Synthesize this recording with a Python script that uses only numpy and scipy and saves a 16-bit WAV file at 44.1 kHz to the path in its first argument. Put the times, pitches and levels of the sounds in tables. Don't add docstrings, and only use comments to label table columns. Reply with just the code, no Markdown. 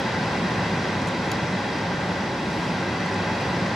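import sys
import numpy as np
from scipy import signal
from scipy.fft import rfft, irfft
from scipy.io import wavfile
from scipy.ndimage import uniform_filter1d

SR = 44100
rng = np.random.default_rng(int(sys.argv[2]) if len(sys.argv) > 2 else 0)


def level_to_linear(level):
    exponent = np.asarray(level, float) / 20
    return 10 ** exponent


def file_out(sig):
    cols = np.atleast_2d(sig).T
    lim = np.clip(cols, -1, 1)
    pcm = np.round(lim * 32767).astype(np.int16)
    wavfile.write(sys.argv[1], SR, pcm)


N = 165375


def evened(x):
    return x / np.sqrt(np.mean(np.abs(x) ** 2) + 1e-20)


def read(points, hz, axis=1):
    p = np.array(points, float)
    return np.interp(np.log(hz + 1), np.log(p[:, 0] + 1), p[:, axis])


def bumps(points, hz):
    return sum(db / (1 + (2 * (hz - centre) / width) ** 2) for centre, width, db in points)


def drift(t, top_hz):
    rates = np.geomspace(.2, top_hz, num=24)
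    return evened(sum(np.sin(2 * np.pi * (f * t + rng.random())) / np.sqrt(f) for f in rates))


def ports(mid, side):
    return np.array([mid + side, mid - side])


def panned(pan_db):
    return level_to_linear(np.array([[pan_db / 2], [-pan_db / 2]]))


def rush():
    # hz, relative density_db per Hz
    slope = [(15, -71), (25, -47), (60, -20), (99, -9), (178, -5), (400, -11), (630, -13), (1200, -15),
             (2000, -19.5), (3300, -25.5), (5720, -33.5), (7200, -42), (9000, -49.5), (12000, -59),
             (15500, -68.5)]
    # centre_hz, width_hz, level_db
    ducts = [(106, 45, 2.5), (132.4, 7.3, -2), (157, 12, -2), (174, 16, -1.5), (421, 33, -3),
             (570, 17, 2.5), (389, 51, 3), (647, 60, -2), (845, 144, 4), (997, 90, 3), (1232, 200, -4.5),
             (1591, 90, 5.5), (1685, 45, -8), (1834, 120, 2.5), (1991, 97, 6.5), (2244, 95, -2.5),
             (2550, 120, 1.5), (2966, 117, -6), (3330, 170, 2.5), (3570, 130, -3), (3910, 320, 3.5),
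             (4300, 120, -2), (4510, 90, 3.5), (4774, 134, 6.5), (4950, 120, -7), (5150, 130, 5.5),
             (5560, 81, -5), (5635, 88, 8), (6070, 150, 1), (6360, 200, -0.5), (6800, 250, 1.5),
             (7360, 200, -2), (7960, 320, 3.5), (9860, 200, 4.5), (10100, 200, -3), (10450, 350, 4.5),
             (11200, 300, -2), (13160, 300, -4)]
    # hz, relative density_db per Hz
    wide_slope = [(15, -81), (25, -52), (80, -33), (140, -18.5), (239, -5), (469, -4), (900, -3),
                  (1450, -5), (2500, -7.5), (4140, -14.5), (5900, -17), (7000, -24.5), (9000, -32),
                  (10600, -35.5), (13000, -50), (15500, -48)]
    # centre_hz, width_hz, level_db
    wide_peaks = [(670, 90, 3.5), (760, 90, 1.5), (940, 60, 3.5), (1555, 50, -3), (3080, 120, 0),
                  (3500, 120, -4), (4900, 70, -4), (5900, 250, -1), (1310, 120, -5), (1460, 80, 9.5),
                  (1640, 70, 9.5), (1760, 50, -3), (1870, 80, 6), (2030, 60, 3), (2450, 90, -7),
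                  (2700, 230, 3), (2900, 100, -3), (3760, 150, 2), (4720, 200, 7), (5060, 80, 7),
                  (5380, 150, -3), (5630, 90, 7), (6070, 100, -5), (6220, 100, 7), (7400, 200, -4),
                  (7650, 200, 2), (9500, 200, -5)]
    # hz, in_step (-1..1, + leans left),
    # quarter_turn_off (-1..1)
    follow = [(200, .1, 0.29), (600, -0.14, .3), (1400, 0.063, .1), (1580, -0.079, .5), (1800, -.2, -.2),
              (2000, 0.45, -.1), (2600, 0.33, -.1), (3500, -0.056, 0), (3900, 0, -.4), (4300, -.3, 0),
              (4700, .4, -.3), (5200, -.3, -.4), (5700, -0.25, -.2), (6500, -0.14, -.3), (7700, -.3, .4),
              (9000, .1, .2), (9700, -.5, .4), (10400, .3, 0), (12000, .1, 0)]
    common_db, wide_db = -26, -38.5
    patch_db, swell_db = 0.28, 0.63
    size, hop = 4096, 1024

    frames, hz = N // hop + 6, np.fft.rfftfreq(size, 1 / SR)
    a, b, c, d, p = rng.standard_normal((frames, len(hz), 5)).T
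    patches = evened(uniform_filter1d(uniform_filter1d(p, size=40, axis=0), size=4, axis=1))
    swell = drift(np.arange(frames) * hop / SR, 2.83)
    life = level_to_linear(patch_db * patches + swell_db * swell)

    lean = read(follow, hz) + 1j * read(follow, hz, axis=2)
    lean = (lean / np.maximum(abs(lean), 1))[:, None]
    common = (a + 1j * b) * life
    own = (c + 1j * d) * life
    other = lean * common + np.sqrt(1 - abs(lean) ** 2 + 1e-9) * own

    common_gain = level_to_linear(read(slope, hz) + bumps(ducts, hz))[:, None]
    other_gain = level_to_linear(read(wide_slope, hz) + bumps(wide_peaks, hz))[:, None]
    spectra = np.array([common * common_gain, other * other_gain])
    waves = signal.istft(spectra, nperseg=size, noverlap=size - hop)[1]
    mid, side = waves[:, 2048:N + 2048]
    return ports(level_to_linear(common_db) * evened(mid), level_to_linear(wide_db) * evened(side))


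def rumble():
    # time_s, rms_db
    ups_and_downs = [(0.0, -45), (0.46, -29), (0.47, -37), (0.57, -38), (0.67, -23), (0.72, -35),
                     (0.98, -33), (1.01, -44), (1.05, -36.5), (1.53, -32.5), (1.56, -25), (1.58, -44),
                     (2.0, -30.5), (2.44, -40.5), (2.47, -31), (2.68, -36), (2.71, -25.5), (2.76, -33.5),
                     (3.38, -35.5), (3.41, -47), (3.53, -31), (3.74, -35)]
    centre_hz, wander_hz, lumps_db = 180.3, 13.6, 3.5

    t = np.arange(N) / SR
    slow = t[::200]
    band = signal.butter(2, [3, 22], "band", fs=SR / 200, output="sos")
    chance = signal.sosfiltfilt(band, rng.standard_normal((2, len(slow))))
    jitter, lumps = [np.interp(t, slow, evened(v)) for v in chance]
    turns = np.cumsum(centre_hz + wander_hz * jitter) / SR
    strength = level_to_linear(np.interp(t, *np.transpose(ups_and_downs))) * evened(level_to_linear(lumps_db * lumps))
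    return strength * np.sqrt(2) * np.sin(2 * np.pi * turns)


def motor():
    # multiple of shaft speed, common rms_db, rms_db of the part differing between ports
    orders = [(2, -44, -89), (5, -44.5, -68), (11, -44, -61), (12, -47, -54)]
    shaft_hz, waver_hz, wobble_db = 49.97, 0.246, 1

    t = np.arange(N) / SR
    slow = t[::200]
    turns = np.cumsum(shaft_hz + waver_hz * np.interp(t, slow, drift(slow, 4))) / SR
    out = np.zeros((2, N))
    for k, db, side_db in orders:
        phase = 2 * np.pi * (round(k) * turns + rng.random())
        wobble = level_to_linear(wobble_db * np.interp(t, slow, drift(slow, 3.73)))
        order = ports(level_to_linear(db) * np.sin(phase), level_to_linear(side_db) * np.cos(phase))
        out += np.sqrt(2) * wobble * order
    return out


def ticks():
    # start_s, rms_db of the first 3 ms, pan_db (left over right)
    hits = [(1.3158, -29.5, 2)]
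    # pitch_hz, relative level_db, t60_s
    modes = [(2700, -2, .01), (3330, 1, 0.012), (3900, -3, .015), (4620, 2, 0.014), (5600, 2, 0.009),
             (6900, 0, 0.018), (8000, -5, .009), (9300, -13, .008), (10520, -6, .011), (11800, -11, 0.011),
             (13130, -11, .009)]
    crack_db, crack_t60_s = -6.98, .006
    rebound_s, rebound_db = .0013, -3
    tail_db, tail_t60_s = -2.98, .03

    t, out = np.arange(3000) / SR, np.zeros((2, N + 3000))
    band = signal.butter(4, [2500, 13500], "band", fs=SR, output="sos")
    top = signal.cheby2(8, 24, 14300, fs=SR, output="sos")
    for s, db, pan_db in hits:
        ring = sum(level_to_linear(m_db - 60 * t / t60) * np.sin(2 * np.pi * hz * t) for hz, m_db, t60 in modes)
        noise = signal.sosfilt(band, rng.standard_normal(len(t)))
        ring = ring + level_to_linear(crack_db - 60 * t / crack_t60_s) * noise
        ring = ring * np.minimum(t / .0003, 1)
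        ring = ring + level_to_linear(rebound_db) * np.roll(ring, round(rebound_s * SR)) * (t > rebound_s)
        ring = signal.sosfilt(top, ring)
        ring = ring / np.sqrt(np.mean(ring[:150] ** 2))
        spread = rng.standard_normal((2, len(t))) * level_to_linear(-60 * t / tail_t60_s) * (t > .002)
        spread = spread / np.linalg.norm(spread[0])
        tail = signal.fftconvolve(ring[None, :40], spread, axes=1)[:, :len(t)]
        at = round(s * SR)
        out[:, at:at + len(t)] += level_to_linear(db) * (ring * panned(pan_db) + level_to_linear(tail_db) * tail)
    return out[:, :N]


def cloth():
    # peak_s, rise_s, fall_s, level_db, brightness_db per octave
    rustles = [(1.017, .001, .006, -46, -9), (1.073, .001, .008, -43, -8), (1.086, .003, .005, -49, -2),
               (1.263, .001, .004, -52, 0), (2.12, .004, .01, -60, 0), (2.6, .12, .12, -58, 3),
               (3.062, .0007, .004, -52, -5), (3.144, .0015, .004, -48, -7), (3.409, .001, .003, -52, 0)]
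    # hz, relative density_db per Hz
    colour = [(1000, -60), (2500, -15), (4000, -7), (6800, 3), (7800, 0), (9000, -3), (10500, -4),
              (11800, -13), (14500, -16), (15800, -30)]
    grains_per_s = 2500

    t, hz = np.arange(N) / SR, np.fft.rfftfreq(N, 1 / SR)
    grains = (rng.random(N) < grains_per_s / SR) * rng.standard_normal(N) * 4
    shared_hiss = .6 * rng.standard_normal(N)
    port_hiss = .5 * rng.standard_normal((2, N))
    noise = rfft(grains + shared_hiss + port_hiss) * level_to_linear(read(colour, hz))
    octaves = np.log2(np.maximum(hz, 3500) / 8000)
    out = np.zeros((2, N))
    for s, rise, fall, db, tilt_db in rustles:
        stroke = np.exp(-.5 * ((t - s) / np.where(t < s, rise, fall)) ** 2)
        rub = stroke * irfft(noise * level_to_linear(tilt_db * octaves), N)
        out += level_to_linear(db) * rub * np.sqrt(np.sum(stroke ** 2) / np.sum(rub[0] ** 2))
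    return out


def snaps():
    # time_s, peak_db, centre_hz, pan_db (left over right)
    bursts = [(1.0162, -33, 6500, 1), (1.0655, -45, 10500, 0), (1.0722, -39, 9500, 0),
              (1.0775, -40, 9000, 0), (1.0915, -37, 6800, 0), (1.2615, -43, 10500, 0),
              (3.0613, -33, 8600, -4), (3.0639, -43, 8000, -5), (3.1419, -39, 7000, 2),
              (3.1436, -36, 7000, 0), (3.4082, -40, 9500, 0)]
    rise_cycles, skew_s = 1.1, .00002

    t, out = np.arange(200) / SR, np.zeros((2, N))
    for (s, db, hz, pan_db), skew in zip(bursts, rng.standard_normal((len(bursts), 1))):
        shift = skew_s * skew * np.array([[1], [-1]])
        cycles = np.maximum(t - .0003 + shift, 0) * hz
        envelope = cycles / rise_cycles * np.exp(1 - cycles / rise_cycles)
        snap = envelope * np.sin(2 * np.pi * cycles)
        at = round(s * SR) - 22
        out[:, at:at + len(t)] += level_to_linear(db) * panned(pan_db) * snap
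    return out


def scene():
    return rush() + rumble() + motor() + ticks() + cloth() + snaps()


def top_cut(x):
    return signal.sosfilt(signal.butter(12, 15610, fs=SR, output="sos"), x)


def record(dry):
    return top_cut(dry)


dry = scene()
out = record(dry)
file_out(out)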